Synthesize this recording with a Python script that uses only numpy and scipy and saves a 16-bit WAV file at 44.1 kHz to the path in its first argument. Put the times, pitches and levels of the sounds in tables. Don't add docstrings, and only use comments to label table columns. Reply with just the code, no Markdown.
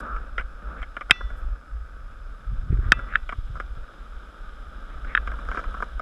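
import sys
import numpy as np
from scipy import signal
from scipy.io import wavfile
from scipy.ndimage import uniform_filter1d

SR = 44100
rng = np.random.default_rng(int(sys.argv[2]) if len(sys.argv) > 2 else 0)


def unload_wav(signal):
    wavfile.write(
        sys.argv[1],
        SR,
        np.round(np.clip(np.atleast_2d(signal).T, -1, 1) * 32767).astype(np.int16),
    )


def natural_amplitude(level_db):
    exponent = np.asarray(level_db, float) / 20
    return 10 ** exponent


N = 265041

# time in seconds, wheel load in dB, coarseness of the slab in dB.
ROLLING = [(0.0, -38, 3), (0.15, -42, -1), (0.38, -51.5, -1.5), (0.62, -48, -1), (0.74, -40.5, 0.5),
           (0.87, -52.5, -0.5), (1.4, -47.5, 0.5), (1.61, -52, -5), (2.79, -51.5, 0.5), (2.88, -46.5, 4),
           (3.11, -44, 2), (3.28, -55.5, 3), (3.78, -50, 2), (4.62, -50, 3), (5.15, -46, 5.5),
           (5.67, -44, 9), (5.81, -47, 7), (6.01, -51, 5)]
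# start in seconds, peak in dB,
# case pitch in Hz, sharpness in dB.
SOFT_KNOCKS = [(0.0643, -28, 1290, -38), (0.1622, -27.5, 1390, -20), (0.3795, -18, 1404, -8.5),
               (0.394, -25.5, 1550, -6.5), (0.4082, -30.5, 1350, -9), (0.8177, -30.5, 1340, -13),
               (0.827, -29, 1446, -6.5), (0.9660, -22.5, 1420, -10.5), (1.009, -25.5, 1264, -11),
               (1.096, -22.5, 1425, -16), (1.1605, -38.5, 1390, -16.5), (1.2069, -24.5, 1340, -31),
               (1.3022, -34, 1450, -18.5), (2.77, -37, 1630, -19), (2.991, -25.5, 1380, -24),
               (3.0869, -40, 1350, -10), (3.2909, -22.5, 1264, -9), (3.3124, -37, 1460, -17),
               (3.3228, -23, 1280, -15), (3.554, -29, 1314, -25), (3.568, -32, 1365, -30),
               (3.599, -19.5, 1400, -17.5),
               (5.0457, -30, 1437, -19), (5.2734, -22, 1280, -15.5), (5.3161, -26, 1400, -20),
                      (5.3368, -30.5, 1417, -29), (5.388, -31, 1210, -21), (5.4519, -43, 1290, -11.5),
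                      (5.4861, -21, 1320, -27), (5.5138, -21.5, 1350, -17.5), (5.5454, -23, 1290, -23),
                      (5.5556, -28, 1340, -17), (5.5721, -17.5, 1320, -20), (5.5817, -36, 1280, -9),
                      (5.5908, -22, 1350, -24), (5.599, -33, 1320, -22), (5.6386, -27.5, 1270, -17),
                      (5.7413, -25.5, 1320, -28), (5.768, -31, 1340, -32), (5.8023, -22, 1360, -33),
                      (5.823, -15.5, 1340, -24), (5.9944, -20, 1275, -25)]
# start in seconds, peak in dB, case pitch in Hz, upper modes in dB, axle ring in dB.
HARD_CLACKS = [(1.1086, 1, 2220, 3, -33), (1.1122, -6.5, 1540, -15, -86), (2.9195, 5, 1630, -9, -37.5),
               (3.125, -27, 1540, -20, -91), (3.137, -21.5, 1470, -25, -86),
               (3.1511, -21.5, 1550, -24, -98), (3.1553, -2.5, 1614, -17, -52),
               (3.163, -33, 1480, -10, -69), (5.15, -3.5, 1613, -14, -67), (5.1674, -20, 1566, -15, -95),
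               (5.1747, -6.5, 1580, -19, -55)]
# start in seconds, length in seconds, rms in dB, centre in Hz, width in Hz.
WHEEL_SCUFFS = [(0, 0.012, -54, 7000, 8050), (.03, .16, -34.5, 1269, 254), (0.122, .07, -62, 2300, 1200),
                (0.755, 0.097, -54, 2000, 900), (1.36, .05, -70, 10500, 5960),
                (2.709, 0.045, -54, 1940, 960), (2.799, .11, -45, 1440, 646), (3.079, 0.11, -46, 2000, 900),
                (3.135, 0.02, -56, 3530, 500), (4.898, .05, -58, 2080, 898),
                (5.065, 0.087, -44.5, 1880, 890), (5.273, 0.086, -46, 1370, 530),
                (5.473, 0.17, -62, 4200, 4000), (5.5, 0.075, -42, 1500, 560)]
# time in seconds, strength in dB.
WIND_STRENGTH = [(0.0, -30.5), (0.42, -30.5), (1.22, -39.5), (1.25, -27.5), (1.56, -29), (1.64, -49),
                 (1.72, -32), (2.24, -39), (2.89, -21.5), (2.93, -31.5), (3.82, -32.5), (3.93, -48),
                 (4.0, -34.5), (4.25, -39.5), (5.42, -29), (5.88, -35), (5.98, -20), (6.01, -28)]
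# time in seconds, peak in dB, pitch in Hz, sign of the push, case thump in dB.
WIND_BUFFETS = [(2.525, -24, 70, -1, -56), (2.64, -24.5, 64, 1, -51), (2.706, -13, 72.4, -1, -40.5),
                (2.729, -14, 90.5, 1, -29), (2.746, -13, 61, 1, -42.5), (2.77, -39, 90, -1, -43),
                (2.791, -15, 60.4, 1, -35.5), (2.834, -45, 89, 1, -42), (2.867, -15, 48.7, 1, -45),
                (2.889, -18, 60.5, 1, -41), (2.986, -26, 79.4, 1, -55), (3.389, -22, 62.4, 1, -48.5),
                (3.505, -25.5, 77, -1, -57), (3.55, -29, 69.4, -1, -53.5), (3.774, -33, 90, -1, -54)]

# frequency in Hz, level in dB, t60 in seconds.
PLATE_MODES = [(1992, 4, 0.0084), (2560, 3, 0.022), (3185, 4, 0.014), (3712, 3, 0.011)]
# level in dB, t60 in seconds, gain in dB per dB of sharpness.
AXLE_MODES = [(-8, .9, 0), (-9, .15, -.4), (0, .22, 0), (-26, 1.2, -.2), (-10, 1.2, .4), (-24, .8, 1.5),
              (-28, .9, 1.5), (-26, .5, 1.5), (-25, 1.0, 1.5), (-26, .6, 1.5), (-34, .6, 1.5)]
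AXLE_PITCHES = np.array([1965, 2412, 2654, 2939, 3478, 4091, 4290, 4791, 5469, 5911, 6347])

# frequency in Hz, level in dB.
CASE_BAND = [(900, -26.5), (1050, -11.5), (1270, 2), (1400, -2.5), (1520, -2.5), (1700, -10.5),
             (1900, -24.5), (2100, -33)]
# frequency in Hz, level in dB.
DECK_BAND = [(90, -11.5), (160, -3.5), (220, -2), (380, -9.5), (550, -4.5), (750, -10.5), (1000, -12),
             (1250, -40.5)]
# frequency in Hz, level in dB.
TRUCK_BAND = [(1600, -26.5), (1900, -7.5), (2330, -5), (2700, -4.5), (2950, -11), (3500, -37)]
# frequency in Hz, level in dB.
GRIT_BAND = [(2300, -27), (2750, -1), (3400, 1), (3750, -1.5), (4000, -6), (4500, -31)]
# frequency in Hz, level in dB.
HISS_BAND = [(3500, -24.5), (4200, -4), (4700, -5.5), (5070, 2.5), (5600, -7), (7000, -9), (8000, -8.5),
             (8800, -16), (9600, -12), (10000, -8), (11000, -14.5), (13500, -20), (14200, -24.5),
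             (15700, -30)]
# frequency in Hz, level in dB.
KNOCK_LOW_BAND = [(100, -21), (220, -6.5), (380, -9), (550, -2.5), (750, -6), (1000, -27.5)]
# frequency in Hz, level in dB.
KNOCK_UPPER_BAND = [(1650, -13.5), (1950, -1.5), (2330, 0.5), (2600, -15.5), (3050, -10), (3600, -21.5),
                    (4000, -34.5), (4600, -52)]
# frequency in Hz, level in dB.
KNOCK_TICK_BAND = [(4000, -22.5), (5070, 4), (5800, -5), (7200, -9), (9500, -10.5), (11500, -27.5),
                   (14000, -50)]
# frequency in Hz, level in dB.
KNOCK_RING_BAND = [(600, -38), (950, -5.5), (1150, -1), (1650, -3.5), (1900, -18.5), (2300, -35.5), (3000, -58)]
# frequency in Hz, level in dB.
CLACK_MODES_BAND = [(500, -41.5), (1000, -14.5), (1250, 1.5), (3700, 6), (4000, -8), (6000, -30),
                    (12000, -60.5)]
# frequency in Hz, level in dB.
THUD_BAND = [(60, -25), (120, -1.5), (250, -2.5), (340, -8), (520, -10), (750, -5), (1000, -10),
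             (1300, -39)]
# frequency in Hz, level in dB.
HEAVE_BAND = [(8, -17), (18, -4.5), (30, 2), (52, 0), (66, -11.5), (85, -25), (120, -38), (200, -60.5)]
# frequency in Hz, level in dB.
FLUTTER_BAND = [(50, -22), (80, 3), (115, 3), (170, -8.5), (260, -18), (450, -34.5), (900, -71)]

USUAL_LOAD_DB = -50
DECK_DB, DECK_PER_LOAD, DECK_PER_COARSE = -55, 1.015, 0.2
TRUCK_DB, TRUCK_PER_LOAD, TRUCK_PER_COARSE = -66, 0.4, 0.3
GRIT_DB = -66.5
HISS_DB, HISS_PER_COARSE = -71, 0.33
RATTLE_T60_S = 0.04
TICK_DB, TICK_PER_DB = -29.5, -0.25
BEAT_SHARE = 0.14
BUSHING_DB, BUSHING_S = -13, 0.3
CHATTER_PER_S, CHATTER_DB, CHATTER_FROM_DB = 25, -63.5, 5.5
FLUTTER_DB, FLUTTER_PER_WIND = -59.5, 0.28
WAKE_DB, WAKE_S = -23.5, 0.036


def evened(x):
    return x / np.sqrt(np.mean(x ** 2) + 1e-20)


def peaked(x, db):
    return natural_amplitude(db) * x / abs(x).max()


def columns(rows):
    s, *values = np.transpose(rows)
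    return [np.interp(np.arange(N) / SR, s, v) for v in values]


def response(points, size=4096):
    f, db = np.transpose(points)
    hz = abs(np.fft.fftfreq(4 * size, 1 / SR))
    log_level = np.interp(np.log(hz + 1), np.log(f), db, -110, -110) * np.log(10) / 20
    taps = np.fft.ifft(np.exp(np.conj(signal.hilbert(log_level)))).real
    taps = max(taps[:size], taps[::-1][:size], key=np.linalg.norm)
    return taps / np.linalg.norm(taps)


def colour(x, points, size=4096):
    return signal.oaconvolve(x, response(points, size=size))[:len(x)]


def wobble(smooth_s):
    width = max(int(smooth_s * SR), 1)
    once = uniform_filter1d(rng.standard_normal(N), width)
    return evened(uniform_filter1d(once, width))


def add(mix, s, sound):
    part = mix[round(s * SR):][:len(sound)]
    part += sound[:len(part)]


def rolling(per_s=1500, spread_db=2.0, smooth=0.85, lumpy_db=0.5):
    case_db, coarse_db = columns(ROLLING)
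    load_db = case_db - USUAL_LOAD_DB
    deck_db = DECK_DB + DECK_PER_LOAD * load_db + DECK_PER_COARSE * coarse_db
    truck_db = TRUCK_DB + TRUCK_PER_LOAD * load_db + TRUCK_PER_COARSE * coarse_db
    grit_db = GRIT_DB + coarse_db
    hiss_db = HISS_DB + HISS_PER_COARSE * coarse_db

    click_sizes = natural_amplitude(spread_db * np.minimum(rng.exponential(1, N), 5))
    clicks = click_sizes * (rng.random(N) < per_s / SR)
    drive = evened(clicks * rng.choice([-1., 1.], N)) + smooth * rng.standard_normal(N)
    drive = evened(drive * natural_amplitude(lumpy_db * wobble(0.012)))

    out = natural_amplitude(case_db) * colour(drive, CASE_BAND)
    out += natural_amplitude(deck_db) * colour(drive, DECK_BAND)
    out += natural_amplitude(truck_db) * colour(drive, TRUCK_BAND)
    out += natural_amplitude(grit_db) * colour(drive, GRIT_BAND)
    return out + natural_amplitude(hiss_db) * colour(0.14 * drive + rng.standard_normal(N), HISS_BAND)


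def knocks(length=5000):
    t, out = np.arange(length) / SR, np.zeros(N)
    events = SOFT_KNOCKS
    rattles = rng.standard_normal((len(events), 2, length))
    for (s, db, hz, sharp_db), (fine, size) in zip(events, rattles):
        drive = fine * natural_amplitude(3.1 * size - 60 * t / RATTLE_T60_S) * np.minimum(t / 0.0005, 1)
        drive[8] += 8.0
        modes = np.sin(2 * np.pi * hz * t) + 0.5 * np.sin(2 * np.pi * 1.145 * hz * t)
        ring = natural_amplitude(-60 * t / 0.021) * modes
        tick_db = TICK_DB + TICK_PER_DB * (db + 23.5) + 0.15 * (sharp_db + 18)

        sound = peaked(colour(signal.fftconvolve(drive, ring)[:length], KNOCK_RING_BAND), 0)
        sound += peaked(colour(drive, KNOCK_LOW_BAND), -11.5)
        sound += peaked(colour(drive, KNOCK_UPPER_BAND), sharp_db + 5.0)
        sound += peaked(colour(drive, KNOCK_TICK_BAND), tick_db)
        add(out, s, natural_amplitude(db) * sound)
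    return out


def clacks(length=40000):
    t, out = np.arange(length) / SR, np.zeros(N)
    rise = 1 - np.exp(-t / 0.00061)
    ring_db, ring_t60, sharpness = np.transpose(AXLE_MODES)
    each_t = t[:, None]
    axle_decay = natural_amplitude(ring_db - 60 * each_t / ring_t60 + BUSHING_DB * (each_t / BUSHING_S) ** 2)
    axle = axle_decay * np.sin(2 * np.pi * AXLE_PITCHES * each_t)
    plate = sum(natural_amplitude(db - 60 * t / t60) * np.sin(2 * np.pi * hz * t) for hz, db, t60 in PLATE_MODES)
    thud = colour(np.exp(-t / 0.0002), THUD_BAND)

    noises = rng.standard_normal((len(HARD_CLACKS), length))
    for (s, db, hz, upper_db, axle_db), fine in zip(HARD_CLACKS, noises):
        beating = 0.44 + np.cos(np.pi * BEAT_SHARE * hz * t)
        case = natural_amplitude(-60 * t / 0.018) * np.sin(2 * np.pi * hz * t) * beating
        modes = peaked(rise * case, 0) + peaked(rise * plate, upper_db)
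        rattle = colour(fine * natural_amplitude(-60 * t / 0.033), CASE_BAND)
        crack = colour(fine * natural_amplitude(-60 * t / 0.012), KNOCK_TICK_BAND)

        blow = peaked(colour(modes, CLACK_MODES_BAND), max(upper_db, 0))
        blow += peaked(rattle, -17)
        blow += peaked(crack, 1.5 * upper_db + 0.982 * db - 17.5)
        blow += peaked(thud, 0.5 * upper_db + 0.61 * db - 19)
        brightness = natural_amplitude(sharpness * (upper_db - 5))
        add(out, s, natural_amplitude(db) * blow + natural_amplitude(axle_db) * rise * (axle @ brightness))
    return out


def scuffs():
    out = np.zeros(N)
    for s, length, db, hz, width_hz in WHEEL_SCUFFS:
        fine, size = rng.standard_normal((2, 8000))[:, :int(length * SR)]
        edges = [hz - width_hz / 2, hz + width_hz / 2]
        band = signal.butter(3, edges, "bandpass", fs=SR, output="sos")
        drag = evened(signal.sosfilt(band, fine * natural_amplitude(2.8 * size)))
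        add(out, s, natural_amplitude(db) * drag * np.hanning(len(fine)) ** 0.42)
    return out


def chatter(spread_db=2.5):
    coarse_db = columns(ROLLING)[1]
    per_s = CHATTER_PER_S * np.maximum(coarse_db - CHATTER_FROM_DB, 0)
    tick_sizes = natural_amplitude(spread_db * np.minimum(rng.exponential(1, N), 3))
    ticks = tick_sizes * (rng.random(N) < per_s / SR)
    burst = rng.standard_normal(300) * natural_amplitude(-60 * np.arange(300) / SR / 0.0036)
    drive = natural_amplitude(CHATTER_DB + 18) * signal.oaconvolve(ticks, burst / np.linalg.norm(burst))[:N]

    out = natural_amplitude(12.0) * colour(drive, CASE_BAND)
    out += natural_amplitude(-5.0) * colour(drive, GRIT_BAND)
    out += natural_amplitude(1.0) * colour(drive, KNOCK_LOW_BAND)
    return out + colour(drive, KNOCK_TICK_BAND)


def wind(lumpy_db=5.0):
    strength_db, = columns(WIND_STRENGTH)
    heave = evened(colour(rng.standard_normal(N), HEAVE_BAND, size=16384))
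    gusty = rng.standard_normal(N) * natural_amplitude(lumpy_db * wobble(0.17))
    flutter = evened(colour(gusty, FLUTTER_BAND, size=8192))
    clock = np.arange(N) / SR
    wake = sum(natural_amplitude(db + WAKE_DB) * np.exp(-((clock - s) / WAKE_S) ** 2) for s, db, *_ in WIND_BUFFETS)
    flutter_level = natural_amplitude(FLUTTER_DB + FLUTTER_PER_WIND * (strength_db + 35)) + wake
    out = natural_amplitude(strength_db + 2.8 * wobble(0.03) - 1.5) * heave + flutter_level * flutter

    t = np.arange(4410) / SR - 0.05
    thump = np.cos(2 * np.pi * 190 * t) + 0.98 * np.cos(2 * np.pi * 360 * t)
    thump = thump * np.exp(-(t / 0.0038) ** 2)
    for s, db, hz, sign, thump_db in WIND_BUFFETS:
        push = np.cos(2 * np.pi * hz * t) * np.exp(-(hz * t / 0.36) ** 2)
        add(out, s - 0.05, np.sign(sign) * (natural_amplitude(db) * push + natural_amplitude(thump_db) * thump))
    return out


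def scene():
    return (rolling() + knocks() + clacks() + scuffs() + chatter() + wind())[None]


def roll_off(x):
    return signal.sosfilt(signal.butter(12, 15720, fs=SR, output="sos"), x)


def record(dry):
    squeezed = dry / (1 + abs(dry) ** 6.06) ** (1 / 11.0)
    highpass = signal.butter(2, 10000, "highpass", fs=SR, output="sos")
    splatter = signal.sosfiltfilt(highpass, squeezed - dry)
    return roll_off(squeezed - 0.92 * splatter)


dry = scene()
out = record(dry)
unload_wav(out)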